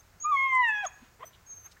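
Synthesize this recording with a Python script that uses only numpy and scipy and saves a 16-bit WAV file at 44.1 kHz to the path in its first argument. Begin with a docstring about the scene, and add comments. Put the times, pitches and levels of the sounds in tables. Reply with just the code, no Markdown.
"""A forest, quiet floor noise, a dog close by. It gives one loud falling whine that cracks at the end,
framed by thin nasal whistles, then a short hoarse rising whimper and more whistles. The voice is a stack
of harmonics plus throat turbulence; the whistles are fluttering sines. Something thuds softly on the
soil, twigs snap, leaves rustle. Ground, leaves and trunks return a faint echo."""
import sys
import numpy as np
from scipy import signal
from scipy.fft import rfft, irfft, next_fast_len
from scipy.io import wavfile
from scipy.ndimage import uniform_filter1d, map_coordinates

SR = 44100
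rng = np.random.default_rng(int(sys.argv[2]) if len(sys.argv) > 2 else 0)


def generate_wav(signal):
    """Clip the signal to [-1, 1] and save it as 16-bit WAV at the path in sys.argv[1]."""
    frames = np.transpose(np.atleast_2d(signal))
    scaled = np.clip(frames, -1, 1) * 32767
    pcm = np.round(scaled).astype(np.int16)
    wavfile.write(sys.argv[1], SR, pcm)


N = 79380

# Forest floor spectrum. Each row: frequency in Hz, gain in dB.
FLOOR_COLOUR = [(15, -42.5), (25, -3.5), (85, -1), (107, -5), (179, -12), (276, -18), (352, -16),
                (600, -16.5), (1100, -16), (1470, -15), (2590, -22), (3130, -26.5), (7030, -25),
                (10300, -34.5), (15800, -28)]
# Short whistles. Each row: start and length in seconds, first, middle and last pitch in Hz,
# level in dB, octave in dB relative to that level.
SHORT_WHISTLES = [(-.002, 0.015, 6300, 6470, 6080, -55, -15),
                  (0.201, 0.0058, 6500, 6490, 6500, -41.5, -55.5),
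                  (0.204, 0.057, 6460, 6742, 6620, -35, -42),
                  (0.248, 0.017, 6950, 6930, 6820, -50.5, -33.5),
                  (.256, 0.019, 7200, 7220, 7310, -57.5, -32.5), (0.862, 0.019, 6420, 6660, 6600, -36, -37),
                  (0.876, .01, 6460, 6470, 6600, -48, -35), (1.25, 0.041, 6060, 6035, 6050, -51.5, -19),
                  (1.28, 0.025, 6200, 6200, 6180, -63, -2)]
# Long whistle. Each row: time in seconds, pitch in Hz, level in dB, octave level in dB.
LONG_WHISTLE_PATH = [(1.457, 6200, -78, -91), (1.466, 6500, -57, -88), (1.485, 6510, -51.5, -71),
                     (1.503, 6415, -44.5, -99), (1.53, 6415, -43, -96), (1.556, 6370, -52, -70),
                     (1.585, 6380, -50, -73), (1.63, 6230, -59.5, -68), (1.647, 6314, -56, -69),
                     (1.664, 6340, -46.5, -61), (1.678, 6600, -61.5, -83)]
# Thuds. Each row: peak time in seconds, pitch in Hz, level in dB.
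SOIL_THUDS = [(0.17, 169, -60.5), (1.03, 234, -52)]
# Whine melody. Each row: time in seconds, pitch in Hz.
WHINE_GLIDE = [(0.235, 1208), (0.245, 1190), (0.299, 1250), (0.333, 1143), (0.371, 1080), (0.451, 1079),
               (0.549, 1033), (0.609, 1005), (0.699, 873.6), (0.761, 835.7), (0.819, 832.6), (0.835, 812.6),
               (0.845, 750), (0.853, 700), (0.865, 580), (0.87, 555)]
# Whine timbre as the mouth opens. Each row: time in seconds, levels of harmonics 1, 2 and 3 in dB.
WHINE_HARMONICS = [(.228, -75, -95.5, -102), (.241, -42.5, -81, -86.5), (.252, -27, -50.5, -68.5),
                   (.311, -27, -52.5, -75), (.323, -21.5, -51.5, -54.5), (.355, -23.5, -41.5, -51),
                   (.372, -33.5, -27, -48.5), (.44, -31, -28, -50.5), (.465, -27, -32, -49),
                   (.508, -39, -29, -54), (.533, -26, -26, -52.5), (.612, -23.5, -25.5, -57),
                   (.628, -25.5, -29, -46.5), (.641, -30.5, -22.5, -35.5), (.672, -42, -27, -41),
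                   (.692, -35.5, -24.5, -32), (.713, -41, -29, -36.5), (.725, -51.5, -29.5, -49.5),
                   (.775, -43.5, -31.5, -40.5), (.822, -48.5, -36.5, -44), (.84, -33, -40.5, -50),
                   (.852, -30.5, -39, -53), (.862, -44.5, -37.5, -58), (.875, -100, -48.5, -69)]
# Spectrum of the whine's overtones. Each row: frequency in Hz, level in dB.
OVERTONE_COLOUR = [(3000, -46), (3330, -45.5), (3520, -52.5), (3780, -44.5), (3950, -55), (4080, -68),
                   (4170, -77), (4330, -66.5), (4650, -84), (5020, -69), (5220, -73), (5400, -69),
                   (5750, -62), (6100, -69), (6500, -65), (6850, -64), (7250, -78), (7600, -75),
                   (8600, -88)]
# Envelope on those overtones. Each row: time in seconds, gain in dB.
OVERTONE_GAIN = [(.29, -16), (.33, 1), (.47, -2), (.54, -7), (.71, -6), (.77, -1), (.828, -2), (.853, -22)]
# Whine, clean until the voice breaks. 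Each row: time in seconds, roughness from 0 to 1.
WHINE_ROUGHNESS = [(.24, .003), (.305, .005), (.345, .014), (.41, .006), (.6, .005), (.7, .011),
                   (.828, .014), (.845, .08), (.855, .24), (.862, .11), (.87, .1)]
# Throat turbulence spectrum. Each row: frequency in Hz, gain in dB.
RASP_COLOUR = [(400, -37.5), (650, -18), (1100, -14), (1800, 5), (2600, -9), (3400, -9.5), (3850, -18.5),
               (5500, -10), (6800, -10.5), (9000, -28), (16000, -30.5)]
# Twig snaps. Each row: start in seconds, level in dB.
TWIG_SNAPS = [(.532, -54), (0.551, -45.5), (0.685, -53), (0.693, -62)]
# Snap spectrum. Each row: frequency in Hz, gain in dB.
TWIG_COLOUR = [(1500, -24), (4000, -14), (6000, -4), (8200, 2.5), (10000, -18.5), (16000, -7)]
# Rustles. Each row: peak time and width in seconds, centre in Hz, spread in octaves, level in dB.
LEAF_RUSTLES = [(.556, 0.018, 6600, 0.26, -60.5), (0.689, 0.017, 6840, 0.24, -60.5),
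                (1.041, 0.037, 1940, 0.88, -65), (1.346, 0.012, 3300, 0.23, -61),
                (1.663, 0.012, 1330, 0.79, -58.5), (1.722, 0.0066, 4270, 0.68, -56.5),
                (1.774, 0.0058, 1600, 0.26, -58.5)]
# Whimper. Each row: time in seconds, pitch in Hz, gain in dB.
WHIMPER_PATH = [(1.192, 405, -70), (1.198, 429.5, -61), (1.209, 461.3, -53), (1.222, 525, -53.5),
                (1.230, 535, -47), (1.238, 641, -48), (1.246, 673, -49.5), (1.253, 743, -72)]
# Whimper, raspy but clearing briefly. Each row: time in seconds, roughness from 0 to 1.
WHIMPER_ROUGHNESS = [(1.195, .7), (1.213, .65), (1.229, .2), (1.238, .3), (1.248, .5)]
# Throat resonances in the whimper. Each row: frequency in Hz, gain in dB.
THROAT_COLOUR = [(250, -36), (420, 1), (560, -10), (680, 3.5), (850, -3), (1000, 2), (1130, 9),
                 (1300, -6.5), (1550, -20), (1950, -5), (2700, -18.5), (3450, -8), (4200, -48), (6000, -35)]
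# Trunk echo spectrum. Each row: frequency in Hz, gain in dB.
TRUNK_COLOUR = [(650, -14), (850, 0), (1200, -4.5), (1700, 1), (2100, -0.5), (2500, 10), (3300, 2.5),
                (6500, 1), (14000, -1)]
# Trunk echo decay. Each row: frequency in Hz, T60 in seconds.
TRUNK_T60 = [(300, 0.2), (1000, 0.88), (1700, 0.6), (3300, 0.44), (6500, 0.61)]


def amp(db):
    """Decibels to gain."""
    return 10 ** (np.asarray(db) / 20)


def unit(x):
    """Scale to rms 1."""
    return x / np.sqrt(np.mean(x ** 2) + 1e-20)


def clock():
    """Sample times in seconds."""
    return np.arange(N) / SR


def along(points, hz):
    """(Hz, value) points read on a log axis."""
    knots_hz, values = np.transpose(points)
    return np.interp(np.log(hz + 1), np.log(knots_hz + 1), values)


def curves(rows):
    """One value per sample for each column after the time."""
    times_s, *columns = np.transpose(rows)
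    return [np.interp(clock(), times_s, column) for column in columns]


def gate(rows):
    """Open from a table's first time to its last, soft edges."""
    t = clock()
    return uniform_filter1d(((t > rows[0][0]) & (t < rows[-1][0])) * 1., size=128)


def arch(start_s, length_s):
    """Half-sine envelope."""
    return np.abs(np.sin(np.pi * np.clip((clock() - start_s) / length_s, 0, 1)))


def bell(peak_s, width_s):
    """Gaussian envelope."""
    return np.exp(-.5 * ((clock() - peak_s) / width_s) ** 2)


def wobble(rate_hz):
    """Smooth random curve, rate_hz knots a second."""
    return map_coordinates(rng.standard_normal(8192), [clock() * rate_hz], mode="wrap")


def filtered(x, response):
    """Apply a gain given as a function of Hz."""
    size = next_fast_len(N + 8192)
    return irfft(rfft(x, size) * response(np.fft.rfftfreq(size, 1 / SR)), size)[:N]


def noise(colour):
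    """Noise of rms 1 shaped by (Hz, dB) points."""
    return unit(filtered(rng.standard_normal(N), lambda hz: amp(along(colour, hz))))


def hiss(centre_hz, octaves):
    """Bell-shaped noise band of rms 1."""
    white = rng.standard_normal(N)
    return unit(filtered(white, lambda hz: np.exp(-.5 * (np.log2((hz + 1) / centre_hz) / octaves) ** 2)))


def turning(hz, jitter):
    """Oscillator phase; jitter is a fraction of the pitch."""
    return 2 * np.pi * np.cumsum(hz * (1 + jitter * wobble(260))) / SR


def tone(phase):
    """Sine of rms 1."""
    return np.sqrt(2) * np.sin(phase)


def forest_floor(level_db=-60.5):
    """Steady background noise, strongest in the bass."""
    return amp(level_db) * noise(FLOOR_COLOUR)


def short_whistles(jitter=.002, flutter_db=2.5, second_db=-65, sum_tone_db=-57.5):
    """Thin fluttering tones from the nose, each with a weaker octave."""
    t = clock()
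    out = np.zeros(N)
    for start_s, length_s, *pitches_hz, db, octave_db in SHORT_WHISTLES:
        hz = np.interp(t, [start_s, start_s + length_s / 2, start_s + length_s], pitches_hz)
        phase = turning(hz, jitter)
        swell = arch(start_s, length_s) ** .87 * amp(db + flutter_db * wobble(199.2))
        out += swell * (tone(phase) + amp(octave_db) * tone(2 * phase))
    # A second whistle joins the last one and adds their sum tone.
    start_s, length_s = 1.247, .042
    second_hz = np.interp(t, [start_s, start_s + length_s], [8400, 8000])
    second_phase = turning(second_hz, jitter)
    joining = amp(second_db) * tone(second_phase) + amp(sum_tone_db) * tone(phase + second_phase)
    return out + arch(start_s, length_s) * joining


def thuds(width_s=.0065):
    """Soft knocks on soil: brief low tone pulses."""
    return sum(amp(db) * bell(peak_s, width_s) * tone(turning(hz, jitter=.053))
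               for peak_s, hz, db in SOIL_THUDS)


def whine(shimmer_db=.5, croak_db=6, croak_rate_hz=270, air_db=-46.5):
    """Falling voice with throat rasp and airflow hiss; strength passes from fundamental to overtones."""
    hz, = curves(WHINE_GLIDE)
    rough, = curves(WHINE_ROUGHNESS)
    gains = [amp(db + shimmer_db * wobble(110) + croak_db * rough * wobble(croak_rate_hz))
             for db in curves(WHINE_HARMONICS)]
    loudness = np.sqrt(sum(gain ** 2 for gain in gains))
    phase = turning(hz, jitter=.0006 + .16 * rough)
    voice = sum(gain * tone(k * phase) for k, gain in enumerate(gains, 1))
    voice += overtones(phase, hz) + period_doubling(phase) + voice_crack()
    rasp = unit(noise(RASP_COLOUR) * (1 + np.cos(phase)))  # one puff a cycle
    air = amp(air_db) * hiss(centre_hz=15000, octaves=.35)
    return gate(WHINE_HARMONICS) * (voice + loudness * (rough * rasp + air))


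def overtones(phase, hz, max_depth=.7, flicker_hz=30):
    """Whine harmonics 4 to 10, each fading in and out at random."""
    gain_db, = curves(OVERTONE_GAIN)
    out = np.zeros(N)
    for k in range(4, 11):
        depth = max_depth * min((k - 3.5) / 2, 1)
        in_phase = (1 + depth * wobble(flicker_hz)) * tone(k * phase)
        quadrature = depth * wobble(flicker_hz) * tone(k * phase + np.pi / 2)
        fading = (in_phase + quadrature) / np.sqrt(1 + 2 * depth ** 2)
        out += amp(gain_db + along(OVERTONE_COLOUR, k * hz)) * fading
    return out


def period_doubling(phase, level_db=-58.5, upper_db=-12.5):
    """Faint lines between the harmonics in mid-whine."""
    lines = tone(2.5 * phase) + amp(upper_db) * tone(3.5 * phase)
    return amp(level_db) * arch(start_s=.39, length_s=.16) * lines


def twigs(t60_s=.019):
    """Snapping twigs: bright noise, instant attack, fast decay."""
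    t = clock()
    envelope = sum((t >= start_s) * amp(db - 60 * np.abs(t - start_s) / t60_s)
                   for start_s, db in TWIG_SNAPS)
    return envelope * noise(TWIG_COLOUR)


def leaves(grain_db=2, grain_rate_hz=650):
    """Rustling leaves: short swells of grainy band noise."""
    out = np.zeros(N)
    for peak_s, width_s, centre_hz, octaves, db in LEAF_RUSTLES:
        grains = unit(hiss(centre_hz, octaves) * amp(grain_db * wobble(grain_rate_hz)))
        out += amp(db) * bell(peak_s, width_s) * grains
    return out


def voice_crack(hz=3380, level_db=-44.5):
    """Unsteady squeak as the whine breaks."""
    return amp(level_db) * arch(start_s=.849, length_s=.011) * tone(turning(hz, jitter=.025))


def whimper(shimmer_db=2, rasp_db=1):
    """Hoarse upward squeak: voice and turbulence through the same throat resonances."""
    hz, db = curves(WHIMPER_PATH)
    rough, = curves(WHIMPER_ROUGHNESS)
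    phase = turning(hz, jitter=.0243)
    voice = np.zeros(N)
    for k in range(1, 7):
        gain = amp(along(THROAT_COLOUR, k * hz) + shimmer_db * min(k / 4, 1) * wobble(300))
        offset_rad = rng.uniform(0, 2 * np.pi) + (k - 1) * rough * wobble(440)
        voice += gain * tone(k * phase + offset_rad)
    puffs = unit(noise(THROAT_COLOUR) * (1 + .5 * np.cos(phase)))
    return gate(WHIMPER_PATH) * amp(db) * (voice + amp(rasp_db) * rough * puffs)


def long_whistle(flutter_db=1.5):
    """Closing nasal whistle: a wavering tone and its weak octave."""
    hz, db, octave_db = curves(LONG_WHISTLE_PATH)
    phase = turning(hz, jitter=.00082)
    envelope = gate(LONG_WHISTLE_PATH) * amp(flutter_db * wobble(90))
    return envelope * (amp(db) * tone(phase) + amp(octave_db) * tone(2 * phase))


def forest_echo(x, tail_db=-18, near_db=-26.5, near_t60_s=.23, delay_s=.014):
    """Quick scatter from ground and leaves, longer tail from the trunks."""
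    hz, t, spectrum = signal.stft(rng.standard_normal(SR), SR, nperseg=256)
    decay_db = along(TRUNK_COLOUR, hz)[:, None] - 60 * t / along(TRUNK_T60, hz)[:, None]
    tail = signal.istft(spectrum * amp(decay_db), SR, nperseg=256)[1][:SR]
    near = rng.standard_normal(SR) * amp(-60 * np.arange(SR) / SR / near_t60_s)
    response = amp(tail_db) * tail / np.linalg.norm(tail) + amp(near_db) * near / np.linalg.norm(near)
    return signal.fftconvolve(x, np.pad(response, (int(delay_s * SR), 0)))[:N]


def scene():
    """Dog and ground sounds with their echo, over the forest floor. Mono."""
    dog = whine() + whimper() + long_whistle() + short_whistles()
    direct = dog + thuds() + twigs() + leaves()
    return (direct + forest_floor() + forest_echo(direct))[None]


def record(dry):
    """Brick-wall low-pass."""
    top_hz = 15850
    return np.array([filtered(x, lambda hz: hz < top_hz) for x in dry])


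dry = scene()
out = record(dry)
generate_wav(out)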